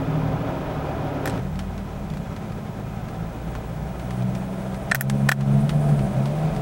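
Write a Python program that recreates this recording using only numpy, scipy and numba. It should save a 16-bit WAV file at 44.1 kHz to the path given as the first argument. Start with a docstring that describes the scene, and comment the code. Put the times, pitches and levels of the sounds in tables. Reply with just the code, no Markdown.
"""Loud road roar fills a car cabin over an engine hum that eases off; at 1.4 s a second drive takes over.
There the engine climbs and surges, booming at the body's resonances, and another car pulls away.
Road and tyre sounds are coloured noise; hums are sine phases; trim ticks are decaying noise bursts.
Finger clicks ring a plastic camera shell. The camera adds hiss and a whistle, and its gain control ducks."""
import sys
import numpy as np
from scipy import signal
from scipy.fft import rfft, irfft
from scipy.io import wavfile
from numba import njit

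SR = 44100
rng = np.random.default_rng(int(sys.argv[2]) if len(sys.argv) > 2 else 0)


def persist_wave(psi):
    """Save psi, clipped to +-1, as 16-bit WAV."""
    counts = np.round(np.clip(psi, -1, 1) * 32767).astype(np.int16)
    wavfile.write(sys.argv[1], SR, np.atleast_2d(counts).T)


N = 291799
TIME = np.arange(N) / SR
FREQ_HZ = np.arange(N // 2 + 1) * SR / N
CHANGE_S = 1.40  # first drive gives way to the second


def undb(db):
    """Decibels to amplitude gain."""
    return 10 ** (np.asarray(db) / 20)


def unit(x):
    """Scale to rms 1."""
    return x / np.sqrt(np.mean(x ** 2))


def curve(rows):
    """Second column of a table, interpolated over the time_s column to every sample."""
    time_s, value = np.transpose(rows)
    return np.interp(TIME, time_s, value)


def walk(rate_hz):
    """Random drift of rms 1: noise under a Gaussian low-pass about rate_hz wide, without DC."""
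    lowpass = np.exp(-(FREQ_HZ / rate_hz) ** 2) * (FREQ_HZ > 0)
    return unit(irfft(rfft(rng.standard_normal(N)) * lowpass, N))


def gain_at(points, freq_hz):
    """Gain of a colour table, interpolated in dB over log frequency."""
    point_hz, level_db = np.transpose(points)
    return undb(np.interp(np.log(freq_hz + 1), np.log(point_hz), level_db))


def noise(points, standing=()):
    """Coloured noise of rms 1, with Gaussian peaks and dips for standing waves."""
    ripple_db = sum(db * np.exp(-((FREQ_HZ - hz) / width_hz) ** 2) for hz, width_hz, db in standing)
    spectrum = rfft(rng.standard_normal(N)) * gain_at(points, FREQ_HZ) * undb(ripple_db)
    return unit(irfft(spectrum, N))


def colour(x, points, size=512):
    """Minimum-phase colour filter, via the folded cepstrum, that keeps the power of white noise."""
    cepstrum = irfft(np.log(gain_at(points, np.arange(size // 2 + 1) * SR / size)))
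    cepstrum[1:size // 2] *= 2
    cepstrum[size // 2 + 1:] = 0
    response = irfft(np.exp(rfft(cepstrum)))
    return signal.fftconvolve(x, response / np.linalg.norm(response))[:N]


def fade(t, t60_s):
    """Exponential decay, 60 dB down at t60_s."""
    return np.exp(-np.log(1000) * t / t60_s)


def swell(peak_s, attack_s, t60_s):
    """Linear rise to 1 at peak_s, then exponential decay."""
    rise = np.clip((TIME - peak_s) / attack_s + 1, 0, 1)
    return rise * fade(np.maximum(TIME - peak_s, 0), t60_s)


def strike(times_s, levels_db, response):
    """One scaled copy of a response at each time."""
    out = np.zeros(N + len(response))
    for time_s, level_db in zip(times_s, levels_db):
        i = int(time_s * SR)
        out[i:i + len(response)] += undb(level_db) * response
    return out[:N]


def electronics(hiss_db=-59, whistle_db=-64, swing_db=3.5, whistle_hz=15734, pulse_hz=12.6, pulse_depth=.45):
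    """White preamplifier hiss, and a thin line-scan whistle, heard pulsing, that slowly swells and sinks."""
    swing = swing_db * np.cos(2 * np.pi * (TIME - .5) / 3.3)  # period 3.3 s
    level = undb(whistle_db + swing) * (1 + pulse_depth * np.sin(2 * np.pi * pulse_hz * TIME))
    whistle = np.sqrt(2) * level * np.sin(2 * np.pi * whistle_hz * TIME)
    return whistle + undb(hiss_db) * rng.standard_normal(N)


# tyre hiss level: time_s, level_db
HISS_LEVEL = [(0, -76), (3.2, -69), (4.7, -59), (5.05, -59.5), (5.9, -54), (6.62, -61)]
# tyre hiss colour: freq_hz, level_db
HISS_COLOUR = [(3000, -17), (5500, -12.5), (7100, -10), (8400, 0), (9400, 1.5), (10800, -6.5), (14000, -15)]


def tyre_hiss(flicker_db=2.0):
    """Thin high noise from the tyres, swelling along its level curve and flickering."""
    return noise(HISS_COLOUR) * undb(curve(HISS_LEVEL) + flicker_db * walk(23))


# cabin standing waves at the seat, peaks and dips: freq_hz, width_hz, level_db
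STANDING_WAVES = [(368, 19.5, 3.5), (501, 28, -3), (668, 15, -10), (773, 24, 5.5), (912, 46, -4),
                  (941, 27, 5.5), (1132, 24, -14.5), (1285, 34, 3), (1856, 33, -6), (2486, 100, 3),
                  (2710, 95, -3), (3460, 270, 1)]
# floor rumble colour: freq_hz, level_db
RUMBLE_COLOUR = [(15, -34), (30, -8), (46, -4), (70, -6.5), (95, -12), (120, -3.5), (155, 2.5), (205, -4.5),
                 (240, -12.5), (330, -31), (600, -66)]


def road(roar_colour, roar_db, rumble_db, patchy_db, bumps_db):
    """Tyres on uneven asphalt: patchy roar through the glass, lumpy rumble through the floor."""
    roar = noise(roar_colour, STANDING_WAVES) * undb(roar_db + patchy_db * walk(23))
    rumble = noise(RUMBLE_COLOUR) * undb(rumble_db + bumps_db * walk(2.8))
    return roar + rumble


# cabin resonances rung by the road, levels relative: freq_hz, width_hz, level_db
CABIN_MODES = [(200.5, 6.4, -2.5), (311, 40, -9.5), (424, 24, -6.5), (537, 19, -6), (599, 9.3, -7),
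               (663.8, 16.5, -2), (747.5, 13, -10)]


def cabin(level_db):
    """Road shake, as white noise, rings narrow cabin resonances."""
    rings = 0
    for hz, width_hz, mode_db in CABIN_MODES:
        b, a = signal.iirpeak(hz, hz / width_hz, SR)
        ring = unit(signal.lfilter(b, a, rng.standard_normal(N)))
        rings = rings + undb(mode_db) * ring
    return unit(rings) * undb(level_db)


def other_car(start_s=1.45, start_hz=81.3, end_hz=94, climb_s=0.61, level_db=-33, t60_s=5.3, wander=.004):
    """Second car pulling away: its hum climbs towards cruising pitch and fades with distance."""
    hz = end_hz + (start_hz - end_hz) * np.exp(-np.maximum(TIME - start_s, 0) / climb_s)
    phase = 2 * np.pi * np.cumsum(hz * (1 + wander * walk(12.3))) / SR
    return np.sqrt(2) * undb(level_db) * swell(start_s, .05, t60_s) * np.sin(phase)


# louder trim ticks, levels relative: start_s, level_db
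LOUD_TICKS = [(1.591, -29.5), (1.7783, -39), (2.101, -40), (2.1369, -41), (2.1706, -39.5), (2.3634, -37.5),
              (3.0841, -40), (3.5519, -35), (3.9959, -39), (4.1069, -34.5), (4.2222, -39.5), (4.3504, -34),
              (4.7432, -36), (5.4082, -33), (5.6931, -26), (5.9919, -37.5), (6.2566, -33), (6.5636, -37)]
# tick colour: freq_hz, level_db
TICK_COLOUR = [(200, -77), (800, 5.5), (1500, 5.5), (2600, -0.5), (4200, -4), (6000, -9), (9000, -14.5),
               (13000, -20), (16000, -35)]


def trim_ticks(crack_t60_s=0.017, tail_t60_s=0.11, tail_db=-4, offset_db=-2,
               faint_db=-42, scatter_db=1, count=6):
    """Loose plastic ticks further off, mostly cabin echo; faint ones fall at random times."""
    faint_s = rng.uniform(CHANGE_S, N / SR, count)
    faint = np.column_stack([faint_s, faint_db + scatter_db * rng.standard_normal(count)])
    start_s, level_db = np.vstack([LOUD_TICKS, faint]).T
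    t = TIME[:SR // 6]
    burst = fade(t, crack_t60_s) + undb(tail_db) * fade(t, tail_t60_s)
    envelope = strike(start_s, level_db + offset_db, burst)
    return colour(envelope * rng.standard_normal(N), TICK_COLOUR)


def hand_rub(rub_s=1.285, rub_attack_s=.045, rub_t60_s=1.0, rub_db=-42, grain_db=3.0,
             bump_s=1.345, bump_attack_s=.013, bump_t60_s=0.21, bump_db=-23.5):
    """Skin dragging on plastic: a grainy rustle, then a dull bump of the camera."""
    grain = undb(rub_db + grain_db * walk(140))
    rustle = noise(TICK_COLOUR) * swell(rub_s, rub_attack_s, rub_t60_s) * grain
    bump = noise(RUMBLE_COLOUR) * swell(bump_s, bump_attack_s, bump_t60_s) * undb(bump_db)
    return rustle + bump


# camera shell modes, levels relative: freq_hz, level_db, t60_s
SHELL_MODES = [(727, -6.5, 0.014), (1473, -11, 0.035), (1535, -6, 0.027), (1747, -0.5, 0.024),
               (1849, -4.5, 0.023), (2360, -8, 0.015), (3280, -23.5, 0.033), (4030, -24, 0.026),
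               (5440, -13.5, 0.011), (8030, -27, 0.039)]
# snap colour: freq_hz, level_db
SNAP_COLOUR = [(300, -14.5), (800, 7.5), (1300, 10.5), (2300, 2.5), (3300, 3.5), (4700, -1.5), (5600, -0.5),
               (6900, -2), (8000, 0.5), (9000, -3), (11000, -8), (15500, -51)]
# treble fizz colour: freq_hz, level_db
FIZZ_COLOUR = [(2000, -53), (5500, -6), (8200, -8), (9700, -7), (11000, 0.5), (11900, 5), (12700, -5),
               (13400, 1), (14200, -29), (15800, 4)]
# finger clicks on the camera, ring level relative: start_s, ring_db, snap_db, fizz_db
FINGER_CLICKS = [(1.2567, -23.5, -21.5, -21), (1.2660, -29, -31, -42), (1.2746, -22.5, -22.5, -40),
                 (1.2790, -33, -29, -35), (1.2964, -44, -26, -40), (4.9138, -14, -11.5, -40),
                 (4.9182, -4.5, -35, -40), (4.947, -8, -26, -4), (4.9536, -17, -9, -26),
                 (5.0094, -12.5, -23, -2), (5.0983, -25, -15, -25), (5.2883, -16, -12, -28),
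                 (5.2916, -3, -13.5, -11), (5.316, -20, -7, -16), (5.3197, -3.5, -21, -14)]


def clicks(push_s=0.001, snap_t60_s=0.0087, tail_t60_s=0.057, tail_db=-16, ring_offset_db=3):
    """A push rings the plastic shell's modes; noise bursts give a bright snap and short cabin tail."""
    start_s, ring_db, snap_db, fizz_db = np.transpose(FINGER_CLICKS)
    t = TIME[:SR // 8]
    push = 1 - np.exp(-t / push_s)
    modes = sum(undb(db) * fade(t, t60_s) * np.sin(2 * np.pi * hz * t) for hz, db, t60_s in SHELL_MODES)
    burst = np.sqrt(push) * (fade(t, snap_t60_s) + undb(tail_db) * fade(t, tail_t60_s))
    snap = colour(strike(start_s, snap_db, burst) * rng.standard_normal(N), SNAP_COLOUR)
    fizz = colour(strike(start_s, fizz_db, burst) * rng.standard_normal(N), FIZZ_COLOUR)
    return strike(start_s, ring_db + ring_offset_db, push * modes) + snap + fizz


# car body transmission, booms and nulls of its standing waves: freq_hz, gain_db
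BODY_GAIN = [(46, 4), (51, 2.5), (53.5, -7), (59, 7.5), (72, -11), (95, -11.5), (107, -2), (125, -0.5),
             (128.3, -11.5), (134, 1.5), (140, 0.5), (160, -0.5), (172, 2), (190, 3.5), (208, 1),
             (236, -12.5), (300, -14.5)]


def engine(speed, load, orders, wander, flutter_db, drift_db):
    """Sines at firing-rate multiples follow load, boom at body resonances and waver independently."""
    firing_hz, load_db = curve(speed), curve(load)
    phase = 2 * np.pi * np.cumsum(firing_hz * (1 + wander * walk(11.1))) / SR
    out = 0
    for multiple, order_db, growth in orders:
        waver_db = flutter_db * walk(27) + drift_db * walk(3.2)
        level = undb(order_db + growth * load_db + waver_db)
        body = gain_at(BODY_GAIN, multiple * firing_hz)
        out = out + level * body * np.sin(multiple * phase)
    return np.sqrt(2) * out


# first engine speed: time_s, firing_hz
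SPEED_1 = [(0, 37.85), (.25, 38.4), (.55, 38.3), (1.0, 35.6), (1.2, 35.14), (1.4, 37.5)]
# first engine load: time_s, load_db
LOAD_1 = [(0, 1.5), (.32, -1), (.6, -13.5), (1.0, -11), (1.4, -7)]
# first engine orders, level at 0 dB load before the body: multiple, level_db, growth_db_per_db
ORDERS_1 = [(2, -35, -0.5), (3, -32.5, 0.16), (4, -27, 1.1), (7, -23.5, 1.5)]
# first roar colour: freq_hz, level_db
ROAR_1 = [(140, -16), (215, -19), (268, 4), (330, -7.5), (580, -4), (790, -8), (1300, -14), (1900, -22.5),
          (3400, -30), (4300, -37.5), (6200, -41), (8500, -52), (15000, -58)]


def first_drive():
    """Loud, even road roar over an engine that eases off; a hand shifts on the camera."""
    hum = engine(SPEED_1, LOAD_1, ORDERS_1, wander=0.0041, flutter_db=1.0, drift_db=2.7)
    tyres = road(ROAR_1, roar_db=-29.9, rumble_db=-32, patchy_db=0.67, bumps_db=2.5)
    return hum + tyres + cabin(level_db=-37) + hand_rub()


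# second engine speed, a climb then two surges: time_s, firing_hz
SPEED_2 = [(1.4, 46.33), (2.45, 52.46), (3.1, 55.4), (4.45, 63.3), (4.85, 64.33), (5.13, 68.2),
           (5.55, 68.56), (5.75, 74.86), (5.94, 72.24), (6.08, 64.8), (6.2, 66.4), (6.38, 77.2),
           (6.48, 79.1), (6.62, 72.6)]
# second engine load: time_s, load_db
LOAD_2 = [(1.4, -21), (2.2, -16), (2.5, -10.5), (4.0, -14), (4.25, -3), (4.5, -4), (4.9, -7.5),
          (5.15, -1.5), (5.55, 0.5), (5.72, -1), (5.92, 2), (6.079, -6), (6.2, 0.5), (6.33, -4.5),
          (6.48, 0), (6.62, -8)]
# second engine orders, level at 0 dB load before the body: multiple, level_db, growth_db_per_db
ORDERS_2 = [(1, -42.5, -0.16), (2, -20.5, 1.31), (3, -27.5, 1.36), (4, -38, .1)]
# second roar colour: freq_hz, level_db
ROAR_2 = [(140, -13.5), (245, 3.5), (320, -0.5), (600, -1), (790, -2.5), (1300, -8.5), (1900, -14.5),
          (3400, -22.5), (4700, -29.5), (6200, -28.5), (8000, -33.5), (15000, -62)]
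# road noise growing with speed: time_s, rise_db
RISE_2 = [(1.4, 0), (3.1, 0.5), (3.8, 1.4), (5.1, 4), (5.8, 6.5), (6.62, 7)]
# floor rumble: time_s, level_db
RUMBLE_2 = [(1.4, -32.5), (3.4, -32), (5.0, -35), (6.0, -26.5), (6.25, -32.5), (6.62, -24)]


def second_drive(roar_growth=0.5, ring_growth=1.79):
    """Engine climbs; roar and cabin rings grow by so many dB per dB of road rise; rough parts rumble."""
    rise_db = curve(RISE_2)
    hum = engine(SPEED_2, LOAD_2, ORDERS_2, wander=0.0048, flutter_db=1.7, drift_db=1.0)
    tyres = road(ROAR_2, roar_db=-38.5 + roar_growth * rise_db, rumble_db=curve(RUMBLE_2),
                 patchy_db=0.84, bumps_db=1.5)
    return hum + other_car() + tyres + cabin(level_db=-44.0 + ring_growth * rise_db)


def scene(dissolve_s=0.014):
    """Equal-power dissolve between the two drives, with the small sounds on top."""
    share = np.clip((TIME - CHANGE_S) / dissolve_s + .5, 0, 1)
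    drive = np.sqrt(1 - share) * first_drive() + np.sqrt(share) * second_drive()
    return (drive + tyre_hiss() + clicks() + trim_ticks() + electronics())[None]


@njit
def follow(x, attack, release):
    """Level follower with separate rise and fall coefficients per sample."""
    out, e = np.empty(len(x)), 0.
    for i in range(len(x)):
        e += (x[i] - e) * (attack if x[i] > e else release)
        out[i] = e
    return out


def record(dry, threshold_db=-20.5, attack_s=0.007, release_s=0.16, sense_hz=900, ceiling=.75, top_hz=15900):
    """Treble-sensing gain control ducks after loud clicks; peaks are rounded and the top is cut."""
    sense = signal.butter(1, sense_hz, "high", fs=SR, output="sos")
    sensed = signal.sosfilt(sense, dry[0])
    level = follow(np.abs(sensed), 1 / (attack_s * SR), 1 / (release_s * SR))
    ducked = dry * np.minimum(1, undb(threshold_db) / (level + 1e-9))
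    rounded = ducked / (1 + (ducked / ceiling) ** 4) ** .25
    lowpass = signal.ellip(10, .2, 80, top_hz, fs=SR, output="sos")  # ripple .2 dB, stop 80 dB
    return signal.sosfilt(lowpass, rounded)


dry = scene()
out = record(dry)
persist_wave(out)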